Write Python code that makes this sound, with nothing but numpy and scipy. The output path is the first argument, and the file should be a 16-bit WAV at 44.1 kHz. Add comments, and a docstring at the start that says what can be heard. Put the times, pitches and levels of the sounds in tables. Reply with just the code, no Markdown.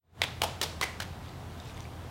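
"""A pump hums under a soft wash of water as the whole sound fades in: wavering sines over filtered noise.
A sea otter afloat in a rocky pool then bangs a shell against the stone edge five times. Each knock is
a dry crack with a short hollow ring that changes with the grip: dispersed clicks and noise bursts through
resonant filters. The rock walls throw each back at once, as noise echoes with a diffuse tail.
Last the otter rolls away with small splashes, made of decaying bubble tones and ticks of noise."""
import sys
import numpy as np
from scipy import signal
from scipy.fft import rfft, irfft, next_fast_len
from scipy.io import wavfile
from scipy.ndimage import uniform_filter1d, map_coordinates

SR = 44100
rng = np.random.default_rng(int(sys.argv[2]) if len(sys.argv) > 2 else 0)


def master(y):
    """Save y as 16-bit WAV."""
    cut = np.clip(np.atleast_2d(y).T, -1, 1)
    pcm = np.round(cut * 32767)  # scale
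    wavfile.write(sys.argv[1], SR, pcm.astype(np.int16))


N = 92610

# Level of the whole sound as it fades in: (time [s], level [dB])
FADE_IN_LEVEL = [(0, -64), (0.039, -32), (0.118, -19.5), (0.178, -3.5), (0.208, 3)]
# Spectrum of the water wash, relative: (frequency [Hz], density [dB per Hz])
WASH_SPECTRUM = [(20, -28.5), (30, -22), (42, -9.5), (53, -8), (66, -9.5), (86, -1.5), (105, -6), (128, -4),
                 (165, -7.5), (215, -12.5), (290, -15.5), (400, -17), (540, -20), (741, -16.5),
                 (1200, -22.5), (2000, -29), (2770, -32), (3530, -31.5), (5010, -38), (9000, -42),
                 (15500, -46.5)]
# Pump tones: (frequency [Hz], level [dB], random pitch wander [Hz])
PUMP_TONES = [(83.3, -51.5, 2.934), (118.1, -55.5, 1.507)]
# Colour of the wall echoes: (frequency [Hz], gain [dB])
WALL_GAIN = [(200, 2.5), (550, -1.5), (900, 2), (1900, -3.5), (3200, -0.5), (8000, 1.5), (15000, 0.5)]
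# Colour of the diffuse tail: (frequency [Hz], gain [dB])
TAIL_GAIN = [(200, 6), (800, 3), (1800, -4.5), (3500, -1.5), (8000, -2.5), (15000, -3)]
# Time the diffuse tail takes to fall 60 dB: (frequency [Hz], decay time [s])
TAIL_DECAY = [(200, 0.48), (800, 0.43), (1500, 0.55), (3500, 0.47), (8000, 0.51), (15000, 0.26)]
# Level of the stirred water: (time [s], level [dB])
SLOSH_LEVEL = [(1.15, -71), (1.28, -60), (1.4, -72.5), (1.52, -64), (1.61, -65.5), (1.68, -55.5),
               (1.74, -64), (1.79, -61), (1.88, -73), (2.1, -68)]
# Drips and plops: (time [s], level [dB], bubble frequency [Hz], bubble 60 dB decay time [s],
#                   splash tick before halving [dB])
DROPS = [(1.053, -50.5, 11540, 0.0042, 4.5), (1.262, -49, 3350, .015, -3), (1.291, -51.5, 4600, 0.013, 2),
         (1.555, -48, 1460, .02, -12), (1.6003, -45, 3610, .03, 7), (1.657, -64, 7400, .01, 3),
         (1.6975, -41, 2480, 0.01, -4), (1.744, -48, 6460, 0.0089, -5), (1.771, -44, 3550, 0.012, -0.5),
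         (1.777, -45, 2100, .015, 7.5), (1.805, -43, 5730, 0.0098, 8.5), (1.842, -49, 4520, 0.0138, -8),
         (1.8535, -41, 2310, 0.013, -12)]
# Colour of the splash of a drop: (frequency [Hz], gain [dB])
TICK_GAIN = [(500, -24), (2200, 0), (4500, 8), (6000, 4), (9000, -5), (15000, -14)]
# Shell on stone: (time [s], level [dB], hollow ring [Hz], its lift [dB], its width [octaves],
#                  upper ring [Hz], its lift [dB], its lift in the echo [dB], bass [dB], treble [dB],
#                  graze [dB], chatter [dB], walls [dB])
SHELL_KNOCKS = [(0.2178, 0, 2050, 9.5, 0.35, 3580, 6, 9, 2.5, -2, -15, -0.5, -3.5),
                (.4189, -1.5, 791.4, 12, 0.48, 3000, 9.5, 5.5, 6, 3.5, -10.5, -10, -0.5),
                (0.6146, -1.5, 3650, 4.5, 0.23, 5300, 4, 2.5, 3.5, 3.5, -20, 9, 0),
                (0.8126, -0.15, 1000, 4, 0.485, 2050, 7, 11, -4, -1.5, -20, 1, .5),
                (1.0031, -4.5, 1420, 10.5, 0.061, 1790, 12, 5, -15, -5.5, -1.5, 12, -2)]
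# Colour of every knock before its rings and tone: (frequency [Hz], gain [dB])
SHELL_GAIN = [(60, -33), (200, -13.5), (500, -2), (900, -2.5), (1500, -3), (2600, -2), (4500, -4.5),
              (7000, -11), (10000, -15), (15500, -18.5)]

# Levels in dB, times in s, frequencies in Hz; T60 is the time to fall 60 dB
TOP_HZ = 15900  # upper band limit
WASH_DB, WASH_PATCHY_DB = -47, 0.92
HUM_FLUTTER_DB = 1.5
WALL_S, WALL_SPREAD_S, WALL_DB = 0.02, 0.0052, 0.8  # cluster of echoes from the rock walls
WALL_RAGGED_DB, WALL_FACETS_PER_S = 2.6, 600  # uneven rock faces return sound in lumps
TAIL_DB, TAIL_RISE_S = -1.95, 0.02
SPRAY_PER_S = 1600
SPRAY_HZ, SPRAY_SPREAD = 3660, 0.485  # median pitch; logistic spread of its logarithm
SPRAY_CYCLES, SPRAY_SCATTER_DB = 14.5, 2.5  # cycles to fall 60 dB; mean random boost, nearly
BUBBLE_RISE_PER_S, TICK_T60, DRIP_WET_DB = 4.7, 0.00786, -8  # rise is a share of the pitch
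KNOCK_DB = 2.5
GRAZE_S, CHATTER_T60 = 0.0028, 0.023  # the shell grazes the stone, lands, then chatters
BEND_S, BEND_HZ = 0.000791, 1478  # bending waves: delay at this pitch; lower ones arrive later
NEAR_DB, NEAR_T60 = -6.5, 0.047  # scatter from the stone and water close by
BASS_HZ, TREBLE_HZ = 554, 5300  # where the bass and the treble begin
UPPER_OCTAVES = 0.17  # width of the upper ring
RING_IN_ECHO = 0.876  # share of the hollow ring's dB lift radiated towards the walls


def amp(db):
    """Logarithmic level: 20 dB is a tenfold amplitude."""
    return 10 ** (np.asarray(db) / 20)


def unit(x):
    """Normalisation of mean power: x scaled to rms 1."""
    return x / np.sqrt(np.mean(x ** 2) + 1e-20)


def burst(envelope):
    """Random impact: noise of energy 1 under an envelope."""
    x = envelope * rng.standard_normal(len(envelope))
    return x / (np.linalg.norm(x) + 1e-20)


def along(points, hz):
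    """Logarithmic pitch: (Hz, value) points interpolated on a log axis."""
    f, v = np.transpose(points)
    return np.interp(np.log(hz + 1), np.log(f + 1), v)


def wobble(rate, size=N):
    """Band-limited fluctuation: a smooth random curve with rate knots a second."""
    knots = rng.standard_normal(SR // 20)
    return map_coordinates(knots, [np.arange(size) * rate / SR], mode="mirror")


def coloured(x, db_at):
    """Minimum-phase filtering: a causal response whose gain in dB is a function of frequency."""
    m = 2 * next_fast_len(len(x) // 2 + SR // 20, True)
    gain = amp(db_at(np.fft.rfftfreq(m, 1 / SR)))
    # folding the cepstrum onto positive times makes the response causal
    cepstrum = irfft(np.log(gain), m)
    cepstrum[1:m // 2] *= 2
    cepstrum[m // 2 + 1:] = 0
    response = np.exp(rfft(cepstrum))
    return irfft(rfft(x, m) * response, m)[:len(x)]


def add(track, s, x):
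    """Superposition: mixes x into the track at time s."""
    start = round(s * SR)
    track[start:start + len(x)] += x[:N - start]


def wash():
    """Broadband flow noise: distant rumble and running water, in gently shifting patches."""
    z = signal.stft(rng.standard_normal(N), nperseg=512)[2]
    field = rng.standard_normal(z.shape)
    field = uniform_filter1d(field, size=6, axis=0)  # smooth over frequency
    field = uniform_filter1d(field, size=10, axis=1)  # smooth over time
    noise = signal.istft(z * amp(WASH_PATCHY_DB * unit(field)), nperseg=512)[1][:N]
    return amp(WASH_DB) * unit(coloured(noise, lambda f: along(WASH_SPECTRUM, f)))


def pump():
    """Frequency and amplitude modulation: low machine tones that waver in pitch and level."""
    hum = np.zeros(N)
    for hz, db, wander_hz in PUMP_TONES:
        cycles = np.cumsum(hz + wander_hz * wobble(8)) / SR
        flutter = amp(HUM_FLUTTER_DB * wobble(12.062))
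        hum += amp(db) * unit(np.sin(2 * np.pi * cycles) * flutter)
    return hum


def enclosure(t):
    """Reverberation: a click at t = 0 returns as ragged wall echoes and a diffuse decaying tail."""
    facets = amp(WALL_RAGGED_DB * wobble(WALL_FACETS_PER_S, size=len(t)))
    cluster = 1 / np.cosh(np.clip((t - WALL_S) / WALL_SPREAD_S, -20, 20))
    walls = burst(facets * (t > 0) * cluster)

    # each frequency band of the tail dies at its own rate
    hz, s, z = signal.stft(rng.standard_normal(len(t)), SR, nperseg=256)
    decay = amp(-60 * s / along(TAIL_DECAY, hz)[:, None])
    tail = signal.istft(z * decay, SR, nperseg=256)[1][:len(t)]
    tail = tail * np.clip(t / TAIL_RISE_S, 0, 1)
    tail = tail / np.linalg.norm(tail)

    walls = amp(WALL_DB) * coloured(walls, lambda f: along(WALL_GAIN, f))
    return walls + amp(TAIL_DB) * coloured(tail, lambda f: along(TAIL_GAIN, f))


def slosh():
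    """Bubble resonance in numbers: many tiny bubbles burst in the water that the otter stirs."""
    draws = rng.random((int(SPRAY_PER_S * N / SR), 3))
    place, pitch, strength = draws[:, :1], draws[:, 1:2], draws[:, 2:]
    t = np.arange(SR // 100) / SR
    hz = np.clip(SPRAY_HZ * (pitch / (1 - pitch)) ** (SPRAY_SPREAD / 2), 500, TOP_HZ)
    boost_db = -SPRAY_SCATTER_DB * np.log(np.maximum(strength, 0.02))
    grains = amp(boost_db - 60 * t * hz / SPRAY_CYCLES) * np.sin(2 * np.pi * hz * t)
    samples = (place * N).astype(int) + np.arange(len(t))
    spray = unit(np.bincount(samples.ravel(), grains.ravel(), N)[:N])
    return spray * amp(np.interp(np.arange(N) / SR, *np.transpose(SLOSH_LEVEL)))


def drips():
    """Bubble resonance: each drop ticks on the surface and leaves a bubble whose pitch rises."""
    out, t = np.zeros(N), np.arange(SR // 10) / SR
    for s, db, hz, t60, tick_db in DROPS:
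        cycles = hz * t * (1 + BUBBLE_RISE_PER_S * t / 2)
        bubble = np.sin(2 * np.pi * cycles) * amp(-60 * t / t60)
        splash = unit(coloured(rng.standard_normal(len(t)), lambda f: along(TICK_GAIN, f)))
        tick = splash * amp(-60 * t / TICK_T60)
        add(out, s, amp(db) * (bubble + amp(tick_db) * tick / 2))
    return out


def blow(t):
    """Dispersion: a click at t = 0 is smeared as it bends its way through the shell."""
    f = np.fft.rfftfreq(len(t), 1 / SR)
    cycles = f * t[0] - 2 * BEND_S * np.sqrt(f * BEND_HZ)
    return irfft(np.exp(2j * np.pi * cycles), len(t))


def resonance(f, hz, octaves):
    """Resonance: a peak of height 1 that falls to half at the given octaves to either side."""
    return 1 / (1 + (np.log2((f + 1) / hz) / octaves) ** 2)


def dying(t, t60):
    """Exponential decay: a noise burst that starts after t = 0."""
    return burst(amp(-60 * np.abs(t) / t60) * (t > 0))


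def knocks():
    """Forced resonance: graze, blow and chatter ring the gripped shell at two broad peaks; walls answer."""
    out, lead = np.zeros(N), round(GRAZE_S * SR)
    t = (np.arange(SR // 2) - lead) / SR  # the blow lands at t = 0
    for (s, db, low_hz, low_db, octaves, high_hz, high_db, high_echo_db,
         bass_db, treble_db, graze_db, chatter_db, walls_db) in SHELL_KNOCKS:
        graze = amp(graze_db) * burst((t < 0) * (t - t[0]))
        strike = blow(t) + amp(chatter_db) * dying(t, CHATTER_T60)
        strike = strike / np.hypot(1, amp(chatter_db))
        near = amp(NEAR_DB) * dying(t, NEAR_T60)

        def shell(f):
            """Spectral balance: the shell's colour with bass and treble shelves."""
            treble = treble_db * f ** 2 / (f ** 2 + TREBLE_HZ ** 2)
            bass = bass_db * BASS_HZ ** 2 / (f ** 2 + BASS_HZ ** 2)
            return along(SHELL_GAIN, f) + treble + bass

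        def rings(f, hollow_db, upper_db):
            """Superposed resonances: the hollow and upper rings, in dB."""
            hollow = hollow_db * resonance(f, low_hz, octaves)
            return hollow + upper_db * resonance(f, high_hz, UPPER_OCTAVES)

        direct = coloured(graze + strike + near, lambda f: shell(f) + rings(f, low_db, high_db))
        echo = coloured(enclosure(t),
                        lambda f: shell(f) + rings(f, RING_IN_ECHO * low_db, high_echo_db))
        add(out, s - lead / SR, amp(KNOCK_DB + db) * (direct + amp(walls_db) * echo))
    return out


def scene():
    """Superposition: knocks and water sounds in the enclosure, over wash and pump."""
    water = drips() + slosh()
    echo = signal.fftconvolve(water, enclosure(np.arange(SR // 2) / SR))[:N]
    return (wash() + pump() + water + amp(DRIP_WET_DB) * echo + knocks())[None]


def record(dry):
    """Gain and band limiting: the sound fades in, and nothing is kept from the band limit up."""
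    faded = dry * amp(np.interp(np.arange(N) / SR, *np.transpose(FADE_IN_LEVEL)))
    m = next_fast_len(N + SR // 2)
    passband = np.fft.rfftfreq(m, 1 / SR) < TOP_HZ
    return irfft(rfft(faded, m) * passband, m)[..., :N]


dry = scene()
out = record(dry)
master(out)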